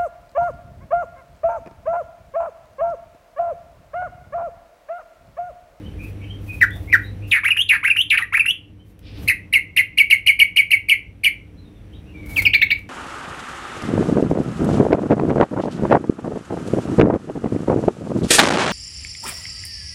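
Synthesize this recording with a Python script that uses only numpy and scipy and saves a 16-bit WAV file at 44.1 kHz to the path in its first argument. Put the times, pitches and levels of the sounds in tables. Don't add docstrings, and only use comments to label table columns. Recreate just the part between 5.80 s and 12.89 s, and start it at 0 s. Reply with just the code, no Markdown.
import sys
import numpy as np
from scipy import signal
from scipy.fft import rfft, irfft, next_fast_len
from scipy.io import wavfile

SR = 44100
rng = np.random.default_rng(int(sys.argv[2]) if len(sys.argv) > 2 else 0)


def dump(signal):
    limited = np.clip(np.atleast_2d(signal).T, -1, 1)
    pcm = np.round(limited * 32767).astype(np.int16)
    wavfile.write(sys.argv[1], SR, pcm)


N = 312669

# time_s, pitch_hz, level_db, buzz_depth [share of pitch], second_harmonic_db [re fundamental]
CHUP = [(0, 2595, -26.5, 0.0061, -27.5), (.005, 2500, -17, 0.037, -25.5), (.008, 1968, -3, 0.088, -29),
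        (.013, 2029, -5, 0.032, -37), (.020, 1888, 1.5, .01, -30), (0.028, 1610, -7, .01, -32.5),
        (.034, 1473, -5.5, 0.00032, -25.5), (.039, 1338, -20, .02, -36)]
CHIP = [(0, 2687, -26.5, 0.0016, -26.5), (.0045, 2346, -7, .01, -30.5), (.011, 2056, -13, 0.027, -5.5),
        (0.0138, 2978, 1, 0.0028, -31), (0.02, 2875, -3.5, 0.037, -39), (.028, 2389, -5, 0.083, -28),
        (.036, 2341, 1, .012, -36), (.055, 2144, -6.5, .008, -32.5), (.058, 2101, -22, .006, -37.5)]
BUZZ = [(0, 4095, -34.5, 0.088, -47), (.006, 3510, -7, .16, -20), (.010, 2839, 2.5, 0.071, -36.5),
        (.022, 2440, 2, 0.1, -40.5), (.055, 2050, -2.5, .19, -29.5), (.074, 1807, -13.5, 0.15, -22),
        (.081, 1630, -43, .1, -33)]
RISE = [(0, 894, -25.5, 0.054, 4), (.004, 1096, -21, .05, 12.5), (.015, 1467, -9.5, .05, -6.5),
        (.024, 2067, 2.5, 0.027, -38.5), (.035, 2390, -0.5, 0.029, -47.5), (.044, 2780, -12.5, .015, -33.5),
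        (.049, 2662, 2, 0.013, -41), (.057, 1285, -7.5, 0.14, -25.5)]
WHISTLE = [(0, 2710, -6.5, .005, -49), (.004, 2805, 7, 0.0068, -41), (.010, 2700, 2, 0.0053, -48),
           (0.016, 2450, 8, .002, -39.5), (.027, 2274, -22, 0.00019, -40.5)]
UPSLUR = [(0, 1215, -19.5, .03, -31.5), (.005, 1955, -7, 0.056, -25.5), (.011, 2940, 0.5, 0.026, -47),
          (0.02, 2790, -11.5, .006, -25.5), (0.03, 2853, 4.5, 0.0043, -50), (.043, 3057, -3, 0.0063, -27),
          (.053, 3190, 3, .006, -37.5), (0.058, 3545, -3, 0.0054, -31), (.065, 3450, -40.5, .01, -41)]
DROP = [(0, 3230, -33, 0.018, -22), (.004, 2723, 0.5, 0.033, -52), (.010, 2180, 0.5, 0.062, -25),
        (0.016, 1476, -12.5, 0.025, -4.5), (.026, 1126, -23, 0.16, 3), (0.042, 1284, -20.5, 0.22, -4.5),
        (0.05, 2100, -18, .04, -23.5), (.053, 1990, -3, .01, -32), (0.067, 1710, -17.5, .012, -34.5)]
CHEEP = [(0, 3480, -16, 0.017, -26), (.004, 2940, -3.5, 0.031, -34), (.008, 2683, 6, 0, -29),
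         (0.012, 2400, -10.5, .02, -13), (.016, 2504, 3, .003, -22), (.023, 2370, 5.5, .006, -27),
         (.031, 2167, 1, 0.0094, -15.5), (.040, 2220, -15, 0, -37)]
YELP = [(0, 3440, -48, 0.0035, -30), (.004, 2813, 6.5, 0.013, -36), (.007, 2567, 10.5, .03, -34),
        (.010, 1627, -3, 0.019, 2.5), (.012, 1914, -0.5, 0.055, 2), (0.017, 2280, 10, 0.026, -16.5),
        (0.022, 2300, 10, .01, -46), (.030, 2165, 7, .01, -48), (.035, 2080, -25, .01, -31)]
# freq_hz, gain_db
SHUT = [(3000, -12.5), (4500, -36), (5700, -36), (7500, -44), (11500, -39), (14500, -37.5), (16500, -39.5)]
OPEN = [(3000, -19.5), (4300, -35), (5400, -39.5), (6700, -38), (8000, -46.5), (9200, -33.5), (10300, -21),
        (11800, -31), (13000, -36.5), (14300, -42), (15300, -43), (16500, -49.5)]
WIDE = [(3000, -20), (4300, -33), (5400, -37.5), (6700, -37.5), (7900, -46.5), (9200, -23), (10300, -25.5),
        (11800, -24.5), (13000, -27), (14300, -51), (15300, -38), (16500, -41.5)]
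AWAY = [(3000, -9.5), (5500, -33), (7200, -40.5), (8000, -40), (10200, -42), (11600, -30), (13000, -38),
        (14800, -28), (16500, -31)]
# start_s, level_db
CHUPS = [(0.807, -1.5), (1.121, -1)]
# start_s, level_db, stretch [x time], pitch [x]
BUZZES = [(1.508, -9.5, 1.144, 0.92), (1.884, -8.5, 1.165, 0.93), (2.298, -9, .89, 0.98)]
# start_s, level_db
DROPS = [(2.371, -7)]
# start_s, level_db, pitch [x], harsh_db
WARBLES = [(1.633, -10.5, 1.002, 2.5), (2.029, -9.5, 1.0, 0.5), (2.523, -10, 0.97, 1)]
# delay_s, shape, level_db, overtones_first_db, overtones_last_db
WARBLE = [(0, RISE, 1, -6.5, 3.5), (.071, WHISTLE, -1, 3.5, -8.5), (.131, UPSLUR, -0.5, 6.5, 0)]
# start_s, level_db, stretch [x time], pitch [x], harsh_db, added_buzz_depth [share of pitch]
CHIPS = [(3.475, -5, 0.74, .9, 6, .05), (3.725, -4, 0.98, 0.94, 1, .005), (3.962, -4, 0.89, 0.93, 3, .035),
         (4.173, -2.5, 0.92, 0.98, 0.5, .003), (4.299, -2.5, 0.88, 0.97, 1.5, .003),
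         (4.461, -2.5, 0.95, 0.98, 1, .003), (4.589, -2, .86, 0.98, 0.5, .003),
         (4.759, -3.5, 0.97, 1.01, 0.5, .01), (4.904, -5, 0.94, 0.97, .5, .015),
         (5.084, -4, 1, 0.99, -0.5, 0.017), (5.434, -5.5, 0.95, 0.99, 2.5, 0.0217)]
# start_s, level_db, stretch [x time], pitch [x], harsh_db
CHEEPS = [(6.560, -13.5, 1.33, .95, 1), (6.651, -7, .72, 1.0, -1)]
# start_s, level_db, stretch [x time], pitch [x]
YELPS = [(6.731, -13.5, 1.09, 1.02), (6.813, -13.5, .88, 0.96), (6.901, -17, .99, .99)]
# calls, shape, beak, overtones_first_db, overtones_last_db
KINDS = [(CHUPS, CHUP, SHUT, 3.97, -1), (BUZZES, BUZZ, OPEN, 5.1, -8), (DROPS, DROP, OPEN, 1.89, -4),
         (CHIPS, CHIP, WIDE, 5.6, -9), (CHEEPS, CHEEP, AWAY, 7.4, -20), (YELPS, YELP, AWAY, 0.82, -11)]
# delay_ms, gain [x]
ECHOES = [(1.25, 0.057), (2.2, 0.1), (3.9, 0.053), (4.95, 0.27), (6.9, 0.11), (8.0, 0.28), (11.3, 0.091),
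          (12.5, 0.16), (18, 0.13)]
# freq_hz, t60_s
ROOM = [(300, 0.54), (1500, 0.28), (2500, 0.33), (5000, 0.22), (10000, 0.21), (16000, 0.12)]
# start_s, length_s, hiss_db, push_db
WINGS = [(0.161, 0.2, -55.5, -60), (0.572, 0.29, -54, -39.5), (0.867, 0.31, -57.5, -35),
         (1.146, 0.16, -61, -55), (1.45, 0.16, -48.5, -52), (3.025, 0.13, -65.5, -58),
         (3.351, 0.16, -54, -42), (6.441, 0.14, -47, -36), (6.551, 0.067, -34.5, -40),
         (6.93, 0.13, -65, -50.5)]
# freq_hz, density_db [per Hz]
FEATHERS = [(500, -1.5), (2000, 2), (5000, -3.5), (8000, -5), (12000, 1.5), (15500, -2.5)]
AIR = [(25, -15.5), (70, 7), (150, -18.5), (300, -26), (700, -23), (2000, -54)]
# start_s, level_db, t60_s
TICKS = [(0.907, -40.5, 0.01), (3.192, -45.5, 0.015), (6.461, -40, 0.017), (6.621, -24, 0.049),
         (6.989, -49, 0.033)]
# time_s, level_db
RUSTLE = [(3.18, -91.5), (3.23, -62.5), (3.27, -48.5), (3.33, -54), (3.38, -47), (3.45, -60), (3.52, -90)]
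# freq_hz, density_db [per Hz]
RUSTLE_COLOUR = [(1200, -18), (2500, 1.5), (3800, -2), (5200, -6), (6500, -24.5), (12000, -42.5)]
# start_s, first_hz, last_hz, level_db
FAR_BIRDS = [(0.026, 2800, 3106, -46), (0.185, 2310, 2696, -36), (0.402, 2032, 3240, -43.5),
             (0.479, 2980, 3260, -40.5), (0.675, 2604, 2390, -32), (0.9, 3320, 3670, -41),
             (1.071, 2070, 2610, -33.5), (1.23, 3746, 4050, -45), (1.405, 2296, 2920, -42),
             (2.98, 2960, 3210, -61), (5.767, 4010, 4110, -56.5), (5.84, 3890, 3480, -58),
             (5.94, 3690, 3360, -59.5), (6.115, 2590, 4130, -52), (6.255, 2505, 2960, -49.5),
             (6.335, 2370, 2240, -45), (6.35, 3170, 3900, -60), (6.405, 2280, 2220, -40.5),
             (6.48, 2280, 2190, -40.5)]
# time_s, rumble_and_hiss_db, hum_db
BACKGROUND = [(0.05, -38, -32.5), (0.11, -38.5, -34), (1.5, -40, -31), (1.54, -54, -43), (1.6, -51, -43),
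              (3.17, -50, -48), (3.47, -34, -30.5), (3.51, -45.5, -46.5), (4.11, -50, -47.5),
              (5.04, -50, -49), (5.7, -47, -45), (6.34, -43, -49), (6.38, -40.5, -38.5), (6.65, -36.5, -35),
              (6.73, -41.5, -45), (7.0, -45, -42)]
# freq_hz, density_db [per Hz]
RUMBLE = [(28, -17), (42, -1), (91, -1), (108, -3), (130, -11.5), (168, -6.5), (264, -15.5), (302, -6),
          (340, -20.5), (438, -18.5), (554, -25.5), (1160, -37), (1400, -56), (1820, -65.5), (3080, -120)]
HISS = [(600, -19), (1200, 4), (2500, 5), (4000, -4), (5200, -10.5), (5800, -4.5), (6500, -13.5),
        (10000, -10.5), (15500, -18)]
# freq_hz, level_db
HUM = [(99.8, -1), (199.6, -31), (299.7, -17), (400, -46), (507, -24)]

EDGE_SHARE, PLAIN_SECOND_DB = .25, -30.5
OVERTONE_RISE_S = .004
FAR_NOTE_S = .042
BAND_LIMIT_HZ = 15800


def amp(db):
    return 10 ** (np.asarray(db) / 20)


def unit(x):
    return x / np.sqrt(np.mean(x ** 2) + 1e-20)


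def read(points, hz):
    freq_hz, value = np.transpose(points)
    return np.interp(np.log(hz + 1), np.log(freq_hz + 1), value)


def curve(rows):
    return np.interp(np.arange(N) / SR, *np.transpose(rows))


def add(mix, start_s, sound):
    part = mix[max(0, round(start_s * SR)):][:len(sound)]
    part += sound[:len(part)]


def coloured(x, colour):
    size = next_fast_len(len(x), True)
    gain = amp(read(colour, np.fft.rfftfreq(size, 1 / SR)))
    return irfft(rfft(x, size) * gain, size)[:len(x)]


def noise(colour):
    return unit(coloured(rng.standard_normal(N), colour))


def wander(size, rate_hz):
    at = np.arange(size) * rate_hz / SR
    return np.interp(at, np.arange(4096), rng.standard_normal(4096))


def syllable(shape, beak, first_db, last_db, level_db, stretch=1, pitch=1, harsh_db=0, rough=0,
             buzz_hz=290, uneven=.5, jitter=0.0042, drift=0.015, rasp=0.41, flutter=0.85,
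             buzz_am=1.6, turbulence_db=-14):
    shape_s, *columns = np.transpose(shape)
    t = np.arange(0, shape_s[-1] * stretch, 1 / SR)
    size = len(t)
    hz, db, depth, second_db = (np.interp(t, shape_s * stretch, column) for column in columns)
    depth = depth + rough
    overtones_db = np.linspace(first_db, last_db, size) + EDGE_SHARE * (second_db - PLAIN_SECOND_DB)
    buzz = np.sin(2 * np.pi * np.cumsum(buzz_hz * (1 + uneven * wander(size, 300))) / SR)
    buzz_swing = depth * (buzz + rasp * wander(size, 1500))
    unsteady = jitter * wander(size, 1200) + drift * wander(size, 125)
    hz = hz * pitch * (1 + buzz_swing + unsteady)
    phase = 2 * np.pi * np.cumsum(hz) / SR
    strength = amp(level_db + db) * (1 + buzz_am * depth * buzz) * signal.windows.tukey(size, .04)
    tone = np.sin(phase) + amp(second_db + harsh_db) * np.sin(2 * phase)
    overtones = np.zeros(size)
    for k in range(3, 10):
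        below_nyquist = k * hz < SR / 2
        overtones += below_nyquist * (1 + flutter * wander(size, 1500)) * np.sin(k * phase)
    air = amp(turbulence_db) * rng.standard_normal(size)
    edge = amp(overtones_db + harsh_db) * (1 - np.exp(-t / OVERTONE_RISE_S))
    return strength * tone + coloured(edge * strength * (overtones + air), beak)


def bulbul():
    song = np.zeros(N)
    for calls, *voice in KINDS:
        for start_s, *call in calls:
            add(song, start_s, syllable(*voice, *call))
    for start_s, level_db, pitch, harsh_db in WARBLES:
        for delay_s, shape, note_db, first_db, last_db in WARBLE:
            note = syllable(shape, OPEN, first_db, last_db, level_db + note_db,
                            pitch=pitch, harsh_db=harsh_db)
            add(song, start_s + delay_s, note)
    return song


def near_echoes(x):
    out = x.copy()
    for delay_ms, gain in ECHOES:
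        add(out, delay_ms / 1000, gain * x)
    return out


def movements(flicker_db=3):
    hiss, push, taps = np.zeros((3, N))
    for start_s, length_s, hiss_db, push_db in WINGS:
        size = int(length_s * SR)
        stroke = signal.windows.tukey(size, .8) * amp(flicker_db * wander(size, 71.5))
        add(hiss, start_s, amp(hiss_db) * stroke)
        add(push, start_s, amp(push_db) * stroke)
    t = np.arange(SR // 10) / SR
    for start_s, level_db, t60_s in TICKS:
        add(taps, start_s, amp(level_db) * np.exp(-np.log(1000) * t / t60_s))
    rustle = amp(curve(RUSTLE)) * noise(RUSTLE_COLOUR)
    return (hiss + taps) * noise(FEATHERS) + push * noise(AIR) + rustle


def far_birds():
    out, size = np.zeros(N), int(FAR_NOTE_S * SR)
    for start_s, first_hz, last_hz, level_db in FAR_BIRDS:
        hz = np.linspace(first_hz, last_hz, size) * (1 + .022 * wander(size, 400))
        strength = amp(level_db + 3 * wander(size, 150)) * signal.windows.tukey(size, .4)
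        add(out, start_s, strength * np.sin(2 * np.pi * np.cumsum(hz) / SR))
    return out


def background(rumble_db=4.5, hum_db=-1.5, hiss_db=-17, waver_db=1):
    t = np.arange(N) / SR
    time_s, wash_level_db, hum_level_db = np.transpose(BACKGROUND)
    hum = np.zeros(N)
    for hz, line_db in HUM:
        line = np.sqrt(2) * np.sin(2 * np.pi * (hz * t + rng.random()))
        hum += amp(line_db + waver_db * wander(N, 3.9)) * line
    wash = amp(rumble_db) * noise(RUMBLE) + amp(hiss_db) * noise(HISS)
    wash_gain = amp(np.interp(t, time_s, wash_level_db))
    hum_gain = amp(hum_db + np.interp(t, time_s, hum_level_db))
    return wash_gain * wash + hum_gain * hum


def room(x, gap_s=0.0073, early=1.0, early_s=0.066, treble_db=3):
    taps = rng.choice([-1., 1.], SR) * (rng.random(SR) < .1) * (np.arange(SR) > gap_s * SR)
    hz, t, bands = signal.stft(taps, SR, nperseg=256)
    decay = np.exp(-np.log(1000) * t / read(ROOM, hz)[:, None])
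    decay = decay * (1 + early * np.exp(-t / early_s))
    tail = signal.istft(bands * decay, SR, nperseg=256)[1]
    tail = coloured(tail / np.linalg.norm(tail), [(6000, 0.0014), (10000, treble_db)])
    return signal.fftconvolve(x, tail)[:N]


def scene(song_db=-2, room_db=-11.5, far_direct_db=-10, far_room_db=0):
    near, far = amp(song_db) * bulbul(), far_birds()
    moving = movements()
    wet = room(amp(room_db) * (near + moving) + amp(far_room_db) * far)
    return (near_echoes(near) + moving + amp(far_direct_db) * far + wet + background())[None]


def record(dry, low_cut_hz=38):
    thinned = signal.sosfilt(signal.butter(4, low_cut_hz, "highpass", fs=SR, output="sos"), dry)
    clipped = np.clip(thinned, -1, 1)
    lowpass = signal.firwin(601, BAND_LIMIT_HZ, window=("kaiser", 9), fs=SR)
    return signal.oaconvolve(clipped, lowpass[None], "same")


dry = scene()
out = record(dry)
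dump(out)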